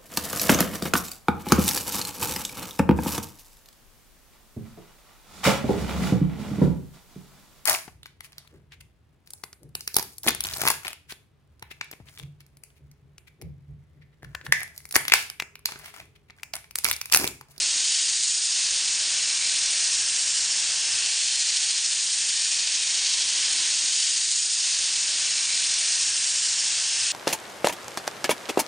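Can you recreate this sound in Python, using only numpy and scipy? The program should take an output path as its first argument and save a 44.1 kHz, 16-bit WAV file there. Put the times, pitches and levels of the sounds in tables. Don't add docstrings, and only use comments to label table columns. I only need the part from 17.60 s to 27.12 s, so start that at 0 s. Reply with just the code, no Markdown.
import sys
import numpy as np
from scipy import signal
from scipy.fft import rfft, irfft, next_fast_len
from scipy.io import wavfile
from scipy.ndimage import uniform_filter1d, map_coordinates

SR = 44100
rng = np.random.default_rng(int(sys.argv[2]) if len(sys.argv) > 2 else 0)


def linear_from_db(decibels):
    return 10 ** (np.asarray(decibels, float) / 20)


def inscribe(sig):
    pcm = np.round(np.clip(np.atleast_2d(sig).T, -1, 1) * 32767)
    wavfile.write(sys.argv[1], SR, pcm.astype(np.int16))


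N = 419832
LOOP_S = 6.08
LENGTH = round((LOOP_S + 0.25) * SR)
TIME = np.arange(LENGTH) / SR


def unit(x):
    return x / np.sqrt(np.mean(x ** 2) + 1e-20)


def curves(rows):
    s, *columns = np.transpose(rows)
    return [np.interp(TIME, s, column) for column in columns]


def wobble(rate):
    points = rng.standard_normal(int(LENGTH * rate / SR) + 4)
    return map_coordinates(points, [TIME * rate])


def bell(x, centre, half):
    return np.exp(-0.5 * ((x - centre) / half) ** 2)


def rush(source, spectrum, rings, patchy_db, size=1024):
    hz, t, z = signal.stft(source, SR, nperseg=size, noverlap=size - 512)
    patches = uniform_filter1d(rng.standard_normal(z.shape), size=2, axis=0)
    patches = uniform_filter1d(patches, size=10, axis=1)
    s, half_s, centre_hz, half_hz, db = np.transpose(rings)[:, :, None]
    ring_db = 1.35 * (db * bell(hz, centre_hz, half_hz)).T @ bell(t, s, half_s)
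    gain_db = patchy_db * unit(patches) + ring_db
    x = signal.istft(z * linear_from_db(gain_db), SR, nperseg=size, noverlap=size - 512)[1][:LENGTH]
    f, level_db = np.transpose(spectrum)
    grid = np.fft.rfftfreq(LENGTH, 1 / SR)
    colour_db = np.interp(np.log(grid + 1), np.log(f + 1), level_db, left=-120)
    return unit(irfft(rfft(x) * linear_from_db(colour_db), LENGTH))


# (t/s, pressure level/dB, bite of the grit level/dB, sliding speed level/dB)
HAND = [(0, 1.5, 1, .3), (.4, -3, 0, 2), (.7, -6, -2, 2.4), (.93, -2.5, -1, -1), (1, 0, 1, -0.5),
        (1.5, 3, 0, -1.5), (2, 2, 0, .3), (2.3, 1, -0.5, 2.2), (2.68, -1.5, -2, 1), (2.9, 2.5, -0.5, -1.5),
        (3.45, 3, 0, -0.1), (3.6, -2, 0, 0), (3.85, -1.5, 1, 0), (4.5, -3, -0.5, 0), (4.95, -1, .5, -.5),
        (5.7, 2, 2, -1.5), (6, 3.5, 0.5, 0), (6.15, 3, 0, 0)]
# (level/dB, dB per dB of pressure, of bite, of sliding)
LAYERS = dict(hiss=(-26.5, 0.06, 0.16, 0.63), rasp=(-33, 0.01, 1.55, 0.08), scrape=(-39.5, .5, 0.45, 0.7),
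          wood=(-51, 0.76, -0.16, 0.1), rumble=(-60.5, .8, -0.25, 0.22))


def level(layer):
    hand = np.array(curves(HAND))
    db, *follows = LAYERS[layer]
    return db + np.dot(follows, hand - hand.mean(axis=1, keepdims=True))


# (f/Hz, rms level/dB)
MOTOR_TONES = [(74.5, -79.5), (150.7, -71), (205.5, -78), (301.5, -77)]


def motor():
    tones = np.zeros(LENGTH)
    for hz, db in MOTOR_TONES:
        size = linear_from_db(0.8 * wobble(3))
        drift = 0.3 * wobble(5)
        tones += np.sqrt(2) * linear_from_db(db) * size * np.sin(2 * np.pi * hz * TIME + drift)
    return tones


# (t/s, half length/s, f/Hz, level/dB)
BED_NOTES = [
    (5.55, .35, 50, 12),
    (3.1, .9, 72, 4),
    (2, 0.32, 190, 4),
    (5.75, .12, 190, 5),
]


def bed_rings():
    return [(s, half_s, hz, 0.067 * hz, db) for s, half_s, hz, db in BED_NOTES]


# (t/s, half length/s, f/Hz, level/dB)
PIECE_NOTES = [(0.135, .6, 314, 5.5), (0.136, .9, 437, -2), (2.37, 1, 755, 1.5), (2.455, 0.76, 302, 2.5),
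               (3.8, 1, 1440, -2), (5.73, 0.28, 1040, 3.5), (5.99, 0.14, 370, 4.5), (6, .9, 750, 2),
               (6.049, 0.79, 312, 4.5), (6.21, .9, 427, -2), (2.45, .1, 295, 5.5), (1.3, .2, 340, 2.5),
               (.2, .1, 460, -4), (4.6, .8, 260, -2)]


def piece_rings():
    half_hz = 22
    return [(s, half_s, hz, half_hz, db) for s, half_s, hz, db in PIECE_NOTES]


# (f/Hz, level/dB per Hz)
RUMBLE = [(15, -21), (42, -14.5), (54, -3), (64, -5), (74, -2.5), (88, -9), (112, -1.5), (135, -8.5),
          (180, -12), (210, -6.5), (255, -10), (305, -5), (430, -8), (580, -29.5)]


def bed_rumble():
    rings = piece_rings() + bed_rings()
    return linear_from_db(level("rumble")) * rush(rng.standard_normal(LENGTH), RUMBLE, rings, patchy_db=1.0, size=4096)


def lathe():
    return bed_rumble() + motor()


# (t/s, half length/s, lobes a turn, depth level/dB, lead/cycles)
HIGH_SPOTS = [(0.793, .6, 1, 0.9, 0.24), (2.514, .4, 1, 1.17, 0.42), (4.098, 0.36, 1, 1.4, 0.71),
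              (5.4, 0.47, 1, 1, 0.64), (.6, 0.54, 2, 1, 0.13), (1.603, .3, 2, 0.4, .45),
              (2.797, 0.33, 2, 0.8, .45), (4.404, 0.58, 2, 1, 0.27), (5.507, 0.26, 2, 1.2, 0.11),
              (0.505, .4, 3, .5, .5), (1.295, .2, 3, 1, .37), (1.897, .3, 3, 1.25, 0.76),
              (2.899, 0.44, 3, 0.5, .62), (4.103, 0.33, 3, 0.5, 0.84), (5.103, .2, 3, 0.9, 1),
              (5.506, .2, 3, 0.6, 0.53), (5.89, 0.17, 3, 1, .22)]


def throb():
    turns_per_s, drag_per_s = 13.95, 0.85
    heavy_from_s, heavy_to_s, sag_s = 4.55, 5.92, 0.17
    inside_s = np.minimum(TIME - heavy_from_s, heavy_to_s - TIME)
    heavy = np.clip(0.5 + inside_s / sag_s, 0, 1)
    turns = np.cumsum(turns_per_s - drag_per_s * heavy) / SR
    total_db = np.zeros(LENGTH)
    for s, half_s, lobes, db, lead in HIGH_SPOTS:
        total_db += db * bell(TIME, s, half_s) * np.cos(2 * np.pi * (round(lobes) * turns + lead))
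    return total_db


# (t/s, f/Hz, level/dB)
GRIP_RINGS = [(.41, 5800, -1), (.74, 4740, 1), (0.751, 7900, 0), (.84, 6840, 2.5), (1.67, 1920, -0.5),
              (1.78, 8800, 1.7), (2.2, 5340, 0.9), (2.9, 5470, 0.2), (2.36, 1630, 3), (3.11, 3820, -1.5),
              (3.41, 2870, 1.5), (3.75, 8560, 0.4), (4.06, 6970, 2), (4.61, 1760, 2), (5.39, 6000, -1),
              (6, 6680, 1), (2.4, 2770, 0.7), (2.7, 4380, 0.5)]
# (t/s, f/Hz, level/dB)
EDGE_FLUTTERS = [(.53, 1870, 2), (1.76, 2290, 3.5), (1.76, 4010, 3), (2.649, 5560, 3.2), (2.67, 7480, 4),
                 (2.831, 4470, 0.5), (3.29, 5240, 2.4), (3.75, 4150, 2), (3.75, 4430, 2.5),
                 (3.949, 2400, 3), (4.67, 8620, 3.5), (5.07, 2460, 4), (5.82, 3040, 2), (.3, 4060, -1),
                 (3.72, 3210, 1.5), (3.75, 3550, 1.5), (5.15, 4300, 1), (5.55, 3190, 1.5), (5.3, 2160, 1.5)]


def sheet_rings():
    grip = [(s, 0.9, hz, 177, db) for s, hz, db in GRIP_RINGS]
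    edge = [(s, 0.2, hz, 100, db) for s, hz, db in EDGE_FLUTTERS]
    return grip + edge


def grit(spread_db):
    return rng.standard_normal(LENGTH) * linear_from_db(spread_db * wobble(900))


# (f/Hz, level/dB per Hz)
HISS = [(2940, -29), (5000, -13), (6700, -10), (8070, -11), (8950, -11.5), (9440, -11.5), (12300, -32),
        (20800, -120)]
RASP = [(1760, -35.5), (3000, -5.5), (3710, -5), (4200, -2), (5000, -5.5), (6500, -8.5), (11000, -120)]
SCRAPE = [(820, -46.5), (1400, -15), (1540, -9), (1810, -4.5), (2020, -4.5), (2740, -1), (3000, -10.5),
          (3900, -15), (6600, -120)]
WOOD = [(240, -54.5), (400, -23), (437, -20.5), (557, -13.5), (662, -13.5), (764, -11.5), (887, -13),
        (964, -10), (1270, -12), (1500, -7.5), (1950, -25), (3300, -120)]


def sanding():
    sheet = sheet_rings()
    contact_db = 0.82 * throb() + 0.15 * wobble(7.1) + 0.33 * wobble(45)
    grains = grit(spread_db=0.5)
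    hiss_db = level("hiss") + 0.78 * contact_db + 0.23 * wobble(30)
    hiss = linear_from_db(hiss_db) * rush(grains, HISS, sheet, patchy_db=1.46)
    rasp_db = level("rasp") + 1.38 * contact_db + 0.42 * wobble(6)
    rasp = linear_from_db(rasp_db) * rush(grains, RASP, sheet, patchy_db=1.7)
    scrape_db = level("scrape") + 0.48 * contact_db + 0.4 * wobble(5.2)
    scrape = linear_from_db(scrape_db) * rush(grains, SCRAPE, sheet, patchy_db=0.4)
    wood_db = level("wood") + 0.38 * contact_db
    wood = linear_from_db(wood_db) * rush(grit(spread_db=0.0), WOOD, piece_rings(), patchy_db=0.5, size=2048)
    return hiss + rasp + scrape + wood


def workshop(x, wet_db, t60, count=12):
    t = np.arange(SR // 5) / SR
    place = TIME / TIME[-1] * count
    wet = np.zeros(LENGTH)
    for k in range(count + 1):
        tail = rng.standard_normal(len(t)) * linear_from_db(-60 * t / t60) * (t > 0.003)
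        share = np.cos(np.pi / 2 * np.clip(place - k, -1, 1))
        wet += share * signal.fftconvolve(x, tail / np.linalg.norm(tail))[:LENGTH]
    return (x + linear_from_db(wet_db) * wet) / np.hypot(1, linear_from_db(wet_db))


# (t/s, half length/s, side level under the middle/dB)
SPREAD = [(0.757, 0.035, -32), (1.358, 0.052, -21), (3.028, 0.072, -16.5), (5.364, 0.039, -19.5),
          (5.546, 0.039, -18.5)]


def widened(middle):
    opening = np.zeros(LENGTH)
    for s, half_s, db in SPREAD:
        opening += linear_from_db(db) * np.cos(np.pi / 2 * np.clip((TIME - s) / half_s, -1, 1))
    side = opening * np.roll(middle, SR // 3)
    return np.array([middle + side, middle - side])


def looped(x):
    period = round(LOOP_S * SR)
    fade = np.pi / 2 * np.clip(np.arange(LENGTH - period) / (0.056 * SR), 0, 1)
    again = x[..., :N - period].copy()
    again[..., :len(fade)] = np.sin(fade) * again[..., :len(fade)] + np.cos(fade) * x[..., period:]
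    return np.concatenate([x[..., :period], again], axis=-1)


def scene():
    middle = workshop(sanding(), wet_db=-16, t60=0.12) + lathe()
    return looped(widened(middle))


def top_cut(x):
    return signal.sosfilt(signal.butter(12, 9780, fs=SR, output="sos"), x)


def record(dry):
    top_hz, cliff_db_per_hz = 9625, 0.42
    size = next_fast_len(N + 8192)
    over_hz = np.clip(np.fft.rfftfreq(size, 1 / SR) - top_hz, 0, 400)
    kept = irfft(rfft(dry, size) * linear_from_db(-cliff_db_per_hz * over_hz), size)[:, :N]
    return top_cut(kept)


dry = scene()
out = record(dry)
inscribe(out)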